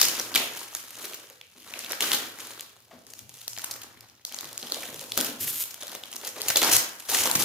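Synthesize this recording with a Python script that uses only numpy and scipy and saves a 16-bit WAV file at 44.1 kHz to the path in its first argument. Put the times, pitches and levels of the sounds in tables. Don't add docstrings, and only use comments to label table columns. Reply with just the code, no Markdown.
import sys
import numpy as np
from scipy import signal
from scipy.fft import rfft, irfft
from scipy.io import wavfile
from scipy.ndimage import uniform_filter1d

SR = 44100
rng = np.random.default_rng(int(sys.argv[2]) if len(sys.argv) > 2 else 0)


def wav_out(sig):
    wavfile.write(sys.argv[1], SR, np.round(np.clip(np.atleast_2d(sig).T, -1, 1) * 32767).astype(np.int16))


def ratio_of_db(decibels):
    return 10 ** (np.asarray(decibels, float) / 20)


N = 328104

# t/s, effort/dB, bright film share/dB, hollow tyre share/dB,
# tightness of the foil/dB
RUSTLE = [(0, -43, 1.5, -7, 4.5), (.3, -45, 0, 7, -0.5), (.7, -57, 1.5, -6, 1.5),
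          (1.15, -48.5, 0.5, 5, 0.5), (1.46, -69.5, 1.5, -9, 6), (1.75, -51, -2.5, 2.5, -0.5),
          (2.3, -53.5, 0, 0.5, 0.5), (2.73, -72.5, -1.5, -0.5, 1.5), (3.0, -67, 1, 8.5, 3),
          (3.4, -70.5, 6, -3, 5), (3.75, -63, -2, 4, -3.5), (4.22, -83, -9, 2.5, 2.5),
          (4.33, -49, -4.5, 4, -2), (5.1, -53, 6, 8, 4), (5.6, -56, -1, -3, 2), (6.4, -53, -1.5, 6, 0),
          (6.75, -60, 7.5, -11.5, 4), (7.44, -40.5, 1, 7.5, 0.5)]
# t/s, length/s, effort/dB, thinness of the strip/dB
FOIL_RIPS = [
    (2.011, .14, -32, 0.7),
    (6.57, 0.015, -31, 1),
    (6.619, 0.081, -27.5, -5.5),
    (6.715, 0.055, -28, 2),
    (7.092, .13, -31, 1),
    (7.393, 0.046, -30.5, 4),
]


def crumpling():
    t = np.arange(N) / SR
    effort_db = effort(t)
    s, _, *shares = np.transpose(RUSTLE)
    bright_db, hollow_db, tight_db = (np.interp(t, s, share) for share in shares)
    thin_db = sum(db * ((t > s) & (t < s + length)) for s, length, _, db in FOIL_RIPS)
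    bright_db = bright_db + thin_db
    hollow_db = hollow_db - 1.9 * thin_db

    coarse = creases(effort_db, per_s=1200, spread_db=3.5) * ratio_of_db(effort_db)
    fine = creases(effort_db, per_s=3500, spread_db=0) * ratio_of_db(effort_db) + coarse / 2
    slack = crackle(coarse * ratio_of_db(-4 - tight_db - thin_db), 1164, 2260, cycles=1.43)
    taut = crackle(fine * ratio_of_db(-7 + tight_db), 3020, 6270, cycles=2.14)
    film = crackle(fine * ratio_of_db(bright_db), 8260, 15600, cycles=0.97)
    tyre = crackle(coarse * ratio_of_db(hollow_db - 6), 266.6, 932, cycles=1.8)
    low_cut = signal.butter(2, 190, 'high', fs=SR, output='sos')
    return signal.sosfilt(low_cut, slack + taut + film + tyre)


def effort(t):
    # t/s, effort/dB, rise/s, fall/s
    grips = [(0, -25.5, .01, 0.11), (.192, -36.5, 0.15, 0.058), (.35, -29.5, 0.01, 0.13),
             (0.599, -43, 0.16, 0.17), (.771, -44, 0.07, 0.091), (1.055, -40, 0.15, 0.031),
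             (1.74, -45, 0.15, 0.68), (1.905, -37, 0.031, 0.047), (2.16, -36.5, .02, 0.13),
             (2.4, -45, 0.05, 0.25), (2.506, -46, 0.16, 0.14), (3.07, -55.5, 0.01, 0.15),
             (3.335, -55, 0.03, 0.53), (3.578, -48.5, 0.011, 0.57), (4.752, -42, 0.14, 0.26),
             (5.175, -29.5, 0.0085, 0.039), (5.272, -38.5, 0.084, 0.057), (5.415, -42.5, 0.029, 0.33),
             (5.83, -41, 0.027, 0.037), (5.951, -45.5, 0.17, 0.021), (6.149, -49.5, 0.14, 0.093),
             (6.266, -38.5, 0.055, 0.026), (6.363, -43.5, 0.017, 0.2), (6.493, -35.5, 0.097, 0.035),
             (7.148, -27, 0.022, 0.021), (7.237, -30.5, .012, 0.019), (7.257, -28, 0.02, 0.055),
             (4.09, -60, 0.097, .02), (3.19, -57, 0.062, .03), (5.92, -47, 0.034, 0.026)]
    grip_range_db = 14
    rip_edge_db_per_s = 3000
    u = t[::32]
    parts = [np.interp(u, *np.transpose(RUSTLE)[:2])]
    for s, db, rise, fall in grips:
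        parts.append(db - grip_range_db * np.maximum((s - u) / rise, (u - s) / fall))
    for s, length, db, _ in FOIL_RIPS:
        outside = np.maximum(np.maximum(s - u, u - s - length), 0)
        parts.append(db - rip_edge_db_per_s * outside)
    return np.interp(t, u, 10 * np.log10(sum(10 ** (p / 10) for p in parts)))


def creases(effort_db, per_s, spread_db):
    busy = np.clip(per_s * ratio_of_db(.55 * (effort_db + 40)), 120, 20000) / SR
    clump_db = 4 - 0.096 * np.maximum(effort_db + 49, 0)
    clump = ratio_of_db(clump_db * evened(uniform_filter1d(rng.standard_normal(N), 260)))
    spread = ratio_of_db(spread_db * np.minimum(rng.exponential(1, N), 3))
    size = clump * spread * (rng.random(N) < busy) / np.sqrt(busy)
    sign = rng.choice([-1., 1.], N)
    return size * sign / (uniform_filter1d(size ** 2, SR // 5) + 1e-3) ** .5


def crackle(clicks, lo_hz, hi_hz, cycles):
    count, out = 7, np.zeros((2, N))
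    fold = evened(uniform_filter1d(rng.standard_normal(N), 900))
    which = (count * rng.random(N) / 2 + count * fold / 2).astype(int) % count
    for k, hz in enumerate(np.geomspace(lo_hz, hi_hz, count)):
        u = np.arange(round(4 * cycles * SR / hz) + 8) * hz / SR / cycles
        grain = np.pad(u * np.exp(-3 * u) * np.sin(2 * np.pi * cycles * u), (0, 8))
        pair = ports(grain / np.linalg.norm(grain), rng.integers(0, 5), rng.standard_normal(30))
        out += signal.oaconvolve((clicks * (which == k))[None], pair, axes=1)[:, :N]
    return out


def snaps():
    # t/s, peak
    # level/dB, ring f/Hz, treble against the ring/dB
    creasing = [(0.052, -11.5, 5800, -13), (0.1966, -13, 5000, -19.5), (0.3408, -22, 3070, -21),
                (0.3489, -13, 3260, -14), (0.3752, -13.5, 3280, -18), (0.4731, -28.5, 1890, -30),
                (0.572, -22.5, 4170, -2), (0.749, -18.5, 5740, -4), (0.9053, -28.5, 2540, -7),
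                (1.1332, -25.5, 2750, -18), (1.2989, -34, 1330, -12), (1.412, -33, 2330, -39),
                (1.6297, -41, 2920, -20), (1.7372, -22, 2370, -21.5), (1.7902, -22.5, 4020, -10),
                (1.8611, -29, 2425, -26), (1.9104, -23, 3300, -26), (1.9192, -16, 4500, -11),
                (1.9312, -18.5, 1230, -21), (2.0057, -12.5, 2260, -12), (2.012, -20, 3020, -15),
                (2.1165, -11, 3280, -14), (2.3865, -30, 1750, -9), (2.5064, -27, 1560, -12),
                (2.595, -26.5, 3480, -21), (2.6071, -20, 3470, -5.5),
                (3.066, -39, 4300, -8), (3.135, -26.5, 5600, -14), (3.1907, -30, 5870, -10),
                (3.2928, -33, 3200, -6), (3.3398, -32.5, 6910, -8), (3.414, -34, 3100, -5),
                (3.4787, -21.5, 5700, -9), (3.5317, -29, 5730, -17), (3.5644, -28.5, 2850, -21),
                (3.575, -27, 1820, -15), (3.5846, -22, 5100, -13), (3.6177, -22, 3500, -8),
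                (3.643, -18.5, 4900, 6), (3.7382, -29, 5600, -11), (3.7615, -25, 1590, -13),
                (4.007, -27, 4400, -9), (4.0973, -40.5, 4450, -14), (4.2497, -21, 4600, -11),
                (4.3225, -25.5, 2900, -16.5), (4.3436, -24, 6460, -17), (4.3865, -23, 4000, -16),
                (4.408, -24.5, 3870, -4), (4.4432, -26, 1170, -8), (4.4528, -27, 3500, -17),
                (4.5289, -25, 5090, -13), (4.5766, -22, 4600, -10), (4.6273, -23.5, 3500, -24)]
    picking = [(4.6985, -28, 3410, -7), (4.72, -16.5, 3670, -18), (4.7438, -18.5, 3390, -9),
               (4.853, -24, 3270, -15), (4.9428, -22, 3220, -2), (5.0112, -22, 3350, -5),
               (5.1751, -5.5, 1230, -2), (5.1872, -17.5, 1280, -7), (5.2038, -15.5, 3570, -11),
               (5.2096, -10, 1270, 1), (5.2455, -14, 1180, 1), (5.4761, -24, 3360, -12),
               (5.742, -23.5, 3350, -3), (5.812, -30, 4660, 3), (5.8235, -27, 3400, -20),
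               (5.8322, -28, 3160, -8), (5.8797, -26, 5390, -1), (5.894, -27.5, 3500, -14),
               (5.95, -25, 1480, 2), (5.9564, -32, 3210, -10), (6.0353, -24, 3100, -27),
               (6.1355, -28, 5180, -8), (6.1585, -23, 6000, -8), (6.163, -27, 6100, -12)]
    tearing = [(6.417, -16, 4460, -10), (6.4898, -13, 1600, -8), (6.6169, -5, 2860, -10),
               (6.6293, -8, 2760, -6), (6.6356, -10, 3550, -13), (6.6424, -14, 4760, -23),
               (6.7659, -5.5, 5500, -15), (6.9986, -31.5, 6250, 3), (7.4054, -21, 4600, -18)]
    crunches = [(1.0442, -30, 2870, -13), (1.142, -28, 4460, 4), (2.022, -18.5, 2900, -21),
                (2.1297, -12.5, 3120, -12.5), (2.1446, -16.5, 3630, -4), (3.101, -39, 6870, -20),
                (3.7099, -20, 4860, -10), (3.8155, -31.5, 3070, -14), (3.832, -34.5, 5910, -8),
                (4.331, -37, 5180, -19), (4.831, -26.5, 1440, -14), (5.7062, -29, 5600, -13),
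                (6.2737, -20, 6340, -9.5), (6.482, -13, 6660, -3), (6.5007, -12.5, 1450, -6),
                (7.0974, -19, 4800, -3), (7.352, -13, 1960, 0)]
    # t/s, peak level/dB,
    # ring f/Hz, treble against the ring/dB, length/ms
    folds = [(.0125, -7, 4800, -15, 2.2), (0.0149, -4.5, 5040, -11, 2.2), (0.019, -11, 4500, -12, 2),
             (.028, -11, 4160, -15, 3), (.083, -15.5, 5000, -12, 4), (0.3564, -6.5, 3200, -18, 3.5),
             (.361, -9, 2200, -17, 3.5), (0.7498, -25, 1050, -3, 3.5), (1.837, -31, 2500, -20, 2.5),
             (1.845, -19.5, 2560, -15, 2.8), (2.04, -19.5, 1090, -17, 4.5), (4.2677, -41, 3490, -16, 4),
             (4.2921, -38, 3100, -11, 4), (4.3635, -27, 1700, -11, 2.4), (4.4893, -36, 4200, -17, 2.5),
             (4.5974, -33, 3720, -13, 2.5), (4.6693, -29, 3130, -14, 2.2), (4.682, -33, 3300, -14, 2.5),
             (4.8222, -30, 3100, -14, 2.5), (4.9928, -28, 4640, -12, 2.2), (5.119, -17, 3360, -13, 1.9),
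             (5.638, -19, 7000, -2, .8), (5.8681, -31, 3340, -5, 2.5), (5.917, -30, 4580, -14, 2.48),
             (6.0547, -36, 4870, -10, 4.5), (6.115, -31, 7410, -13, 4.6), (6.1272, -28, 2910, -10, 2.5),
             (6.213, -30, 3150, -13, 2.8), (6.247, -26.5, 4310, -10, 6), (6.27, -21, 5500, -12, 1.3),
             (6.289, -29, 7160, -14, 2.5), (6.408, -26, 2800, -18, 2), (3.593, -27, 1200, -12, 3),
             (3.64, -26, 900, -12, 3), (5.477, -24, 1250, -20, 3),
             (6.558, -5.5, 3420, -11, 1.6), (6.56, -9, 3300, -13, 2.2), (6.5684, -8.5, 3180, -6, 2.1),
              (6.5714, -8, 3300, -4, 3.1), (6.6453, -11, 4760, -10, 2.2), (6.7144, -17, 5500, -9, 5),
              (6.7275, -10, 6170, -12, 2.8), (6.733, -7, 5440, -11, 1.1), (7.1462, -13, 1790, -15, 3.4),
              (7.235, -15, 7390, -11, 5.9), (7.2553, -14.5, 9000, -7, 2.5), (7.2977, -13, 990, -7, 3),
              (7.3122, -12, 7170, -8, 2.8), (7.36, -19, 1700, -6, 2.5), (7.3953, -17, 5780, -10, 5.6),
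              (7.4234, -14, 4570, -8, 2.1), (6.4835, -12, 3000, -8, 2), (7.272, -16, 900, -12, 4),
              (7.205, -16, 2000, -10, 5)]
    # events, length/ms, ring bandwidth as a share of its f
    kinds = [(creasing, 2, .7), (picking, 2, .37), (tearing, .48, .7), (crunches, 9.3, .7)]
    rows = [(*row, ms, wide) for table, ms, wide in kinds for row in table]
    rows += [(*row, .57) for row in folds]

    out, sent, t = np.zeros((2, N)), np.zeros(N), np.arange(-150, 650) / SR
    late = .0008
    swell = np.exp(np.minimum(t - .0004, 0) / .0004) + .1 * np.exp(np.minimum(t, 0) / .0015)
    click = (np.arange(800) == 150) * 1.
    flip = 2.7 * np.roll(click, 18)
    for s, db, hz, bright_db, ms, wide in rows:
        shape = swell * np.exp(-(np.maximum(t, 0) / (0.00088 * ms)) ** 2)
        low, high = (rng.standard_normal((2, 800)) + flip) * shape
        snap = crease_modes(low, high, hz, wide * hz, bright_db)
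        snap = snap + 0.093 * np.roll(snap, round(0.0026 * SR))
        lag = int(np.clip(2 + 1.6 * rng.standard_normal(), 0, 5))
        pair = ports(snap, lag, rng.standard_normal(30))
        gain = ratio_of_db(db + 1) / abs(pair.mean(0)).max()
        add(out, s + late + t[0], gain * pair)
        add(sent, s + late + t[0], gain * crease_modes(click, click, hz, wide * hz, bright_db))
    return out, sent


def crease_modes(low, high, hz, width, bright_db):
    ring = evened(np.gradient(resonate_twice(low, hz, width, hz, width)))
    body = evened(resonate_twice(low, 850, 1100, 920, 1100))
    edge = evened(resonate_twice(high, 10700, 10500, 11400, 10900))
    return ring + (800 / hz) ** 1.2 * body + ratio_of_db(bright_db + 15) * edge


def tape():
    # t/s, length/s, slips per s at start, at end, level/dB
    pulls = [
        (5.397, 0.063, 820, 850, -31.5),
        (5.464, 0.052, 980, 1430, -28.5),
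        (5.517, 0.069, 430, 197, -34),
        (5.575, .017, 220, 500, -31.5),
        (5.593, .04, 800, 1080, -28),
    ]
    # f/Hz, bandwidth/Hz, level/dB
    strip_modes = [(3240, 2900, 4.5), (7640, 1170, 14.5), (9500, 2830, 15.5), (13600, 4200, 13.5)]
    edge_db_per_s, slack_db = 1400, -43
    starts, lengths, first, last, _ = np.transpose(pulls)
    t = np.arange(starts[0] - .005, starts[-1] + lengths[-1] + 0.0022, 1 / SR)
    rate = np.interp(t, np.c_[starts, starts + lengths].ravel(), np.c_[first, last].ravel())
    levels = []
    for s, length, _, _, level_db in pulls:
        outside = np.maximum(abs(t - s - length / 2) - length / 3, 0)
        levels.append(level_db - edge_db_per_s * outside)
    db = np.maximum(np.max(levels, 0), slack_db)
    uneven = np.interp(t, [5.46, 5.48, 5.51, 5.52, 5.59, 5.6], [1.2, .3, .3, .04, .04, .3])
    jitter = 1 + uneven * evened(uniform_filter1d(rng.standard_normal(len(t)), 40))
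    slips = np.diff(np.floor(np.cumsum(rate * abs(jitter)) / SR), prepend=0)
    slips = slips * ratio_of_db((-2 + 2 * uneven) * rng.standard_normal(len(t))) / np.sqrt(rate)
    modes = [(-1) ** k * ratio_of_db(g) * resonate(slips, f, w) for k, (f, w, g) in enumerate(strip_modes)]
    out = np.zeros((2, N))
    add(out, t[0], ports(evened(sum(modes)) * ratio_of_db(db), 0, rng.standard_normal(30)))
    return out


def thuds():
    # t/s, peak level/dB, f/Hz, decay/s
    knocks = [(0.35, -41, 550, 0.082), (1.904, -42.5, 550, 0.019), (2.92, -51, 270, 0.06),
              (2.905, -51, 680, 0.023), (0.038, -45.5, 314, 0.22), (1.298, -54, 500, 0.0095),
              (1.55, -58, 274, .06), (4.624, -45.5, 296, 0.025), (4.759, -42, 540, 0.024),
              (5.013, -48.5, 533, 0.02), (5.28, -44, 250, 0.08), (5.5, -55, 260, 0.072),
              (5.823, -46, 587, .03), (5.942, -46.5, 530, 0.025), (6.366, -45, 460, 0.01),
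              (6.635, -34, 760, 0.017), (6.675, -34.5, 690, 0.022), (7.11, -38, 720, .04),
              (7.29, -35, 870, .015), (4.705, -53, 282, 0.029), (5.18, -35.5, 276, 0.048),
              (6.553, -32, 550, 0.018), (6.722, -53, 55, 0.035), (7.085, -41.5, 490, 0.02),
              (7.245, -36, 503, 0.037), (7.2, -51, 66, 0.08), (5.4, -50, 130, 0.067), (4.9, -53, 170, .15),
              (3.2, -59, 120, 0.13), (5.55, -66, 70, .1), (4.44, -58, 115, 0.037), (7.349, -34, 200, 0.014)]
    out, t = np.zeros((2, N)), np.arange(8000) / SR
    for s, db, hz, decay in knocks:
        push = rng.standard_normal(8000) * np.minimum(t / 0.01, 1) * np.exp(-t / decay) * (1 - t / t[-1])
        knock = resonate(push, hz, 0.28 * hz) + 0.055 * resonate(push, 2 * hz, hz)
        tilt_db = np.array([[1], [-1]]) * 350 / hz
        add(out, s, ratio_of_db(db + 13 + tilt_db) * knock / abs(knock).max())
    return out


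def room(x):
    # f/Hz, t60/s
    walls = [(60, 0.24), (200, 0.7), (600, 0.64), (1500, 0.68), (4000, 0.42), (10000, 0.28), (16000, 0.36)]
    hz, t, z = signal.stft(rng.standard_normal((2, SR)), SR, nperseg=256)
    decay = ratio_of_db(-60 * t / read(walls, hz)[:, None])
    tail = signal.istft(diffuse(z) * decay, SR, nperseg=256)[1]
    tail *= np.clip((np.arange(tail.shape[1]) / SR - .005) / .012, 0, 1)
    return signal.fftconvolve(x[None], tail / np.linalg.norm(tail[0]), axes=1)[:, :N]


def background():
    # f/Hz, level per Hz/dB
    hiss_spectrum = [(24, -33), (40, -12), (106, 3), (171, 1), (345, -65), (433, -35), (873, -53),
                     (13100, -41), (16000, -36)]
    # t/s, level/dB
    hum_level = [(0.0, -50), (0.1, -61), (0.43, -60), (0.91, -73), (1.1, -65), (1.35, -77), (2.24, -60),
                 (2.9, -74), (2.92, -66.5), (4.02, -60), (4.18, -72), (5.04, -56.5), (6.22, -70.5),
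                 (6.78, -45), (6.84, -72), (7.04, -76), (7.17, -53), (7.44, -53)]
    hiss_db = -63
    frames, hz = N // 256 + 5, np.fft.rfftfreq(1024, 1 / SR)
    a, b = rng.standard_normal((2, 2, 513, frames))
    z = diffuse(a + 1j * b) * ratio_of_db(np.minimum(read(hiss_spectrum, hz), -20))[:, None]
    hiss = ratio_of_db(hiss_db) * evened(signal.istft(z, nperseg=1024, noverlap=768)[1][:, :N])
    noise = rng.standard_normal((3, N))
    common = evened(resonate_twice(noise[0], 114.4, 13, 115, 13))
    separate = evened(resonate_twice(noise[1:], 86, 30, 86, 27))
    level = ratio_of_db(np.interp(np.arange(N) / SR, *np.transpose(hum_level)) - 0.5)
    return hiss + level * (common + 0.5 * separate) * ratio_of_db([[3.5], [-3.5]])


def diffuse(z):
    # f/Hz, coherence
    likeness = [(60, 1), (180, 0.96), (550, 0.75), (1650, -1), (4970, -0.22), (15000, -0.64)]
    same = np.clip(read(likeness, np.linspace(0, SR / 2, z.shape[1])), 0, 1)[:, None]
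    return np.array([z[0], same * z[0] + np.sqrt(1 - same ** 2) * z[1]])


def ports(sound, lag, noise, other=0.53):
    scatter = np.convolve(sound, noise * np.exp(-np.arange(len(noise)) / 23))[:len(sound)]
    right = sound + other * scatter * np.linalg.norm(sound) / np.linalg.norm(scatter)
    return np.array([np.roll(sound, lag), right / np.sqrt(1 + other ** 2)])


def resonate(x, hz, width):
    turn, r = np.exp(2j * np.pi * hz * np.arange(x.shape[-1]) / SR), np.exp(-np.pi * width / SR)
    return 2 * (turn * signal.lfilter([1 - r], [1, -r], x / turn)).real


def resonate_twice(x, hz, width, next_hz, next_width):
    return resonate(resonate(x, hz, width), next_hz, next_width)


def evened(x):
    return x / np.sqrt(np.mean(x ** 2) + 1e-20)


def read(points, hz):
    f, value = np.transpose(points)
    return np.interp(np.log(hz + 1), np.log(f + 1), value)


def add(mix, s, sound):
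    part = mix[..., round(s * SR):][..., :sound.shape[-1]]
    part += sound[..., :part.shape[-1]]


def scene():
    near = crumpling() + tape() + thuds()
    snapped, sent = snaps()
    direct = (near + snapped) * ratio_of_db([[.6], [-.6]])
    return direct + room(ratio_of_db(-5) * near[0] + ratio_of_db(-6) * sent) + background()


def roll_off(x):
    return signal.sosfilt(signal.butter(12, 16680, fs=SR, output="sos"), x)


def record(dry):
    # f/Hz, gain/dB
    port_response = [(30, -34), (80, -4.5), (200, -7), (3300, 1.5), (7000, 2.5), (8000, -2.5), (9500, -1.5),
                     (13000, 1), (15200, 0.5), (15800, -14), (17000, -73)]
    colour = ratio_of_db(read(port_response, np.fft.rfftfreq(N, 1 / SR)))
    captured = irfft(rfft(np.tanh(dry)) * colour, N)
    return roll_off(captured)


dry = scene()
out = record(dry)
wav_out(out)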